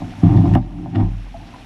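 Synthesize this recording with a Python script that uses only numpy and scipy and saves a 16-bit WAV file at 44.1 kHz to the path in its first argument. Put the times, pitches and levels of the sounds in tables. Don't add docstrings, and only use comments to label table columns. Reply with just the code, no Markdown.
import sys
import numpy as np
from scipy import signal
from scipy.fft import rfft, irfft
from scipy.io import wavfile
from scipy.ndimage import uniform_filter1d

SR = 44100
rng = np.random.default_rng(int(sys.argv[2]) if len(sys.argv) > 2 else 0)


def inscribe(sig):
    pcm = np.round(np.clip(np.atleast_2d(sig).T, -1, 1) * 32767)
    wavfile.write(sys.argv[1], SR, pcm.astype(np.int16))


N = 72765
T = np.arange(N) / SR


def from_db(db):
    return 10 ** (np.asarray(db) / 20)


def unit_rms(x):
    return x / np.sqrt(np.mean(x ** 2) + 1e-20)


def low_pass(x, hz, order=2):
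    return signal.sosfilt(signal.butter(order, min(hz, .45 * SR), fs=SR, output="sos"), x)


def high_pass(x, hz, order=4):
    return signal.sosfilt(signal.butter(order, hz, "high", fs=SR, output="sos"), x)


def colour(x, spectrum):
    hz, db = np.transpose(spectrum)
    bin_hz = np.maximum(np.arange(N // 2 + 1) * SR / N, 1)
    gain = from_db(np.interp(np.log(bin_hz), np.log(hz), db))
    return unit_rms(irfft(rfft(x) * gain, N))


def drift(points_per_s):
    points = rng.standard_normal(400)
    return unit_rms(np.interp(T * points_per_s, np.arange(len(points)), points))


def impulses(per_s, spread_db):
    sizes = from_db(spread_db * np.minimum(rng.exponential(1, N), 4))
    signs = rng.choice([-1, 1], N)
    return sizes * signs * (rng.random(N) < per_s / SR)


def contact_pulse(start_s, length_s):
    force = np.sin(np.pi * np.clip((T - start_s) / length_s, 0, 1)) ** 2
    return force / (force.sum() + 1e-12)


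def resonator(force, hz, t60_s):
    decay = np.exp(-np.log(1000) / (t60_s * SR))
    step = 2 * np.pi * hz / SR
    return signal.lfilter([0, np.sin(step)], [1, -2 * decay * np.cos(step), decay ** 2], force + 1e-18)


def modal_sum(force, modes):
    return sum(from_db(db) * resonator(force, hz, t60_s) for hz, db, t60_s in modes)


def steady(x, window_s=0.028):
    size = int(window_s * SR)
    power = uniform_filter1d(uniform_filter1d(x ** 2, size), size)
    return x / np.sqrt(power + 1e-3 * np.mean(x ** 2))


# frequency_hz, relative_level_db
RAPIDS_SPECTRUM = [(30, 10), (43, 19.5), (65, 5), (95, 12), (150, 0.5), (245, 14), (330, -2), (470, -7),
                   (760, -5.5), (1300, -9.5), (2600, -7), (4000, -14), (4800, -18.5), (5600, -15),
                   (6300, -21), (8500, -27.5), (9600, -29.5), (10500, -25.5), (12000, -35.5), (15000, -36)]

def rapids(wash_db=-39.5, flicker_db=1.2, bubbles_db=-51):
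    edges_hz = np.geomspace(25, 18000, 17)
    wash = 0
    for band_hz in zip(edges_hz, edges_hz[1:]):
        band_pass = signal.butter(2, band_hz, "band", fs=SR, output="sos")
        band = signal.sosfilt(band_pass, rng.standard_normal(N))
        wash += band * from_db(flicker_db * drift(points_per_s=45.27))
    pitches_hz = np.geomspace(650, 4200, 20)
    births = impulses(per_s=240, spread_db=2.5)
    pitch_index = rng.integers(0, len(pitches_hz), N)
    bubbles = sum(resonator(births * (pitch_index == k), hz, t60_s=18 / hz)
                  for k, hz in enumerate(pitches_hz))
    return from_db(wash_db) * colour(wash, RAPIDS_SPECTRUM) + from_db(bubbles_db) * unit_rms(bubbles)


# start_s, pitch_hz, level_db, t60_s
LARGE_BUBBLES = [(.119, 723, -22.5, 0.047), (1.341, 813, -17.5, 0.04), (1.343, 674, -18.5, .1),
                 (1.402, 857, -31, 0.09), (1.537, 995, -23, 0.058)]

def plops(attack_s=0.0077, rise_per_s=0.33):
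    out = 0
    for start_s, hz, db, t60_s in LARGE_BUBBLES:
        age = np.maximum(T - start_s, 0)
        envelope = (1 - np.exp(-age / attack_s)) * np.exp(-np.log(1000) * age / t60_s)
        phase = 2 * np.pi * hz * age * (1 + rise_per_s * age / 2)
        out += from_db(db) * envelope * np.sin(phase)
    return out


# start_s, impulse_db
LOAD_SHIFTS = [(.005, -34.5), (0.256, -18.5), (0.479, -20.5), (0.548, -14), (1.022, -10.5)]

def bottom_flex():
    force = sum(from_db(db) * contact_pulse(start_s, length_s=0.004) for start_s, db in LOAD_SHIFTS)
    return resonator(force, hz=43.94, t60_s=1)


# frequency_hz, relative_level_db
GRIT_SPECTRUM = [(300, -26), (900, 9), (2000, 2), (3500, -1.5), (6000, -14.5), (9000, -13.5),
                 (11500, -29.5), (14000, -52)]
# frequency_hz, gain_db, t60_s
SHAFT_MODES = [(1896, 0, .04), (2260, 0.5, 0.025), (2530, -3.5, 0.017), (2870, -4.5, 0.058),
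               (3547, -5, .025), (5360, -9, 0.019)]
GRAINS_PER_S = 4900

def crushed_grit(spread_db, shaft_db=-3.5):
    fractures = impulses(GRAINS_PER_S, spread_db)
    shaft = from_db(shaft_db) * unit_rms(modal_sum(fractures, SHAFT_MODES))
    return unit_rms(colour(fractures, GRIT_SPECTRUM) + shaft)


# peak_s, level_db, rise_s, fall_s, cutoff_hz
TIP_SCRAPES = [(0.375, -33.5, .002, 0.0018, 9000), (0.478, -38, 0.0026, 0.0033, 9000),
               (0.538, -28, 0.0005, 0.0031, 9000), (0.553, -21, 0.0021, 0.0014, 12000),
               (0.558, -25.5, 0.0062, 0.0087, 2600), (0.576, -47, .002, 0.0025, 7150),
               (0.959, -23, 0.0073, 0.0046, 5200), (1.008, -32.5, 0.0045, 0.0091, 3160)]

def tip_grating():
    out = 0
    for peak_s, db, rise_s, fall_s, cutoff_hz in TIP_SCRAPES:
        envelope = np.exp(-np.maximum((peak_s - T) / rise_s, (T - peak_s) / fall_s))
        out += from_db(db) * low_pass(envelope * crushed_grit(spread_db=2.5), cutoff_hz)
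    return out


# frequency_hz, gain_db, t60_s
SHOE_MODES = [(2980, -31, 0.011), (5380, -30.5, 0.0056), (10750, -33, 0.0039), (11500, -46, .008)]

def shoe_click(start_s=0.5518):
    strike = np.zeros(N)
    strike[int(start_s * SR)] = 1
    return low_pass(modal_sum(strike, SHOE_MODES), 16000, order=8)


# frequency_hz, gain_db, t60_s
POLE_MODES = [(600.4, -14.5, 0.14), (705, -9.5, 0.11), (750.7, -7, 0.087), (785, -14, 0.15),
              (895.4, -11.5, 0.094), (1013, -18, 0.06), (1154, -22.5, 0.056)]

def pole(force):
    ringing = modal_sum(force, POLE_MODES)
    return low_pass(high_pass(ringing, 633), 1065, order=3)


# frequency_hz, gain_db, t60_s
HULL_MODES = [(104, -9.5, 0.51), (118.5, -8, 0.29), (173.2, -6.5, 0.25), (197.4, -12, 0.24),
              (253.9, -9.5, 0.21), (286.8, -5.5, 0.12), (316.3, -15, 0.074)]

def hull(force):
    ringing = modal_sum(force, HULL_MODES)
    return high_pass(low_pass(ringing, 330, order=6), 96.4, order=6)


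# time_s, boom_db, brightness_db, rasp_db
RUB_CONTOUR = [(0, -29, 7, -37.5), (0.038, -29, -8.5, -49), (0.079, -28, 2.5, -46), (.14, -39.5, -8, -51.5),
               (0.22, -37.5, -4.5, -41.5), (.24, -11, -6.5, -29), (.268, -9, -10, -31.5),
               (.32, -10.5, -4.5, -30.5), (0.388, -5.5, -9, -31), (.43, -10, -6, -36), (.46, -9.5, 4, -28),
               (.5, -15, -5.5, -37), (.54, -8, -9.5, -39), (.57, -7, 1, -14.5), (0.611, -8.5, -13.5, -37),
               (0.692, -21, -7, -39.5), (.81, -17, -1, -41.5), (0.919, -20.5, -7, -43),
               (0.963, -7.5, 0, -25), (1.007, -7.5, 1.5, -24.5), (1.051, -17.5, -2, -34),
               (1.169, -28.5, -12, -52), (1.232, -39, -5.5, -78), (1.33, -40.5, -9, -56),
               (1.408, -34, -5, -47), (1.65, -48, -2.5, -49.5)]

def hull_rubbing(crossover_hz=213.5, grit_db=-16):
    times_s, *curves_db = np.transpose(RUB_CONTOUR)
    boom_gain, brightness, rasp_gain = (from_db(np.interp(T, times_s, db)) for db in curves_db)
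    slips = impulses(per_s=380, spread_db=2)
    judder = hull(slips)
    deep = steady(low_pass(judder, crossover_hz, order=6))
    upper = steady(high_pass(judder, crossover_hz, order=6))
    boom = (deep + brightness * upper) / np.sqrt(1 + brightness ** 2)
    grains = from_db(-14.5) * impulses(GRAINS_PER_S, spread_db=1.28)
    rasp = steady(pole(slips + grains))
    grit = from_db(grit_db) * low_pass(crushed_grit(spread_db=2), 6500)
    return boom_gain * boom + rasp_gain * (rasp + grit)


# start_s, hull_impulse_db, contact_ms, pole_impulse_db
BLOWS = [(0.018, -15.5, 1.23, -20.5), (0.183, -28, 1.3, -54), (.231, -1, 1.57, -36.5),
         (.374, -13.5, 5.1, -28), (.455, -12, 0.53, -20.5), (.513, -17, 1.1, -21.5), (0.555, 5.5, 2, 1),
         (.591, -8.5, 2.95, -55), (0.797, -12, 4, -53), (.859, -13, 3.6, -16), (.957, 0.5, 4.3, -11),
         (.997, -3, 2.05, -19), (1.027, -10, 1.8, -17)]

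def knocks(hard_edge_s=0.00047):
    soft = hard = 0
    for start_s, hull_db, contact_ms, pole_db in BLOWS:
        soft += from_db(hull_db) * contact_pulse(start_s, contact_ms / 1000)
        hard += from_db(pole_db) * contact_pulse(start_s, hard_edge_s)
    return hull(soft) + pole(hard)


def scene():
    boat_and_pole = hull_rubbing() + knocks() + shoe_click() + bottom_flex() + tip_grating()
    water = plops() + rapids()
    return (boat_and_pole + water)[None]


def record(dry, limit_db=-20, window_s=0.017, attack_s=0.0036, recovery_db_per_s=8):
    sensed = high_pass(dry[0], 510, order=2)
    power = np.abs(uniform_filter1d(sensed ** 2, int(window_s * SR)))
    excess_db = np.maximum(10 * np.log10(power + 1e-12) - limit_db, 0)
    recovery_db = recovery_db_per_s * T
    held_db = np.maximum.accumulate(excess_db + recovery_db) - recovery_db
    lag = np.exp(-1 / (attack_s * SR))
    reduction_db = signal.lfilter([1 - lag], [1, -lag], held_db)
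    clipped = np.clip(dry * from_db(-reduction_db), -1, 1)
    treble_cut = signal.cheby2(12, 70, 15700, fs=SR, output="sos")
    return signal.sosfilt(treble_cut, clipped)


dry = scene()
out = record(dry)
inscribe(out)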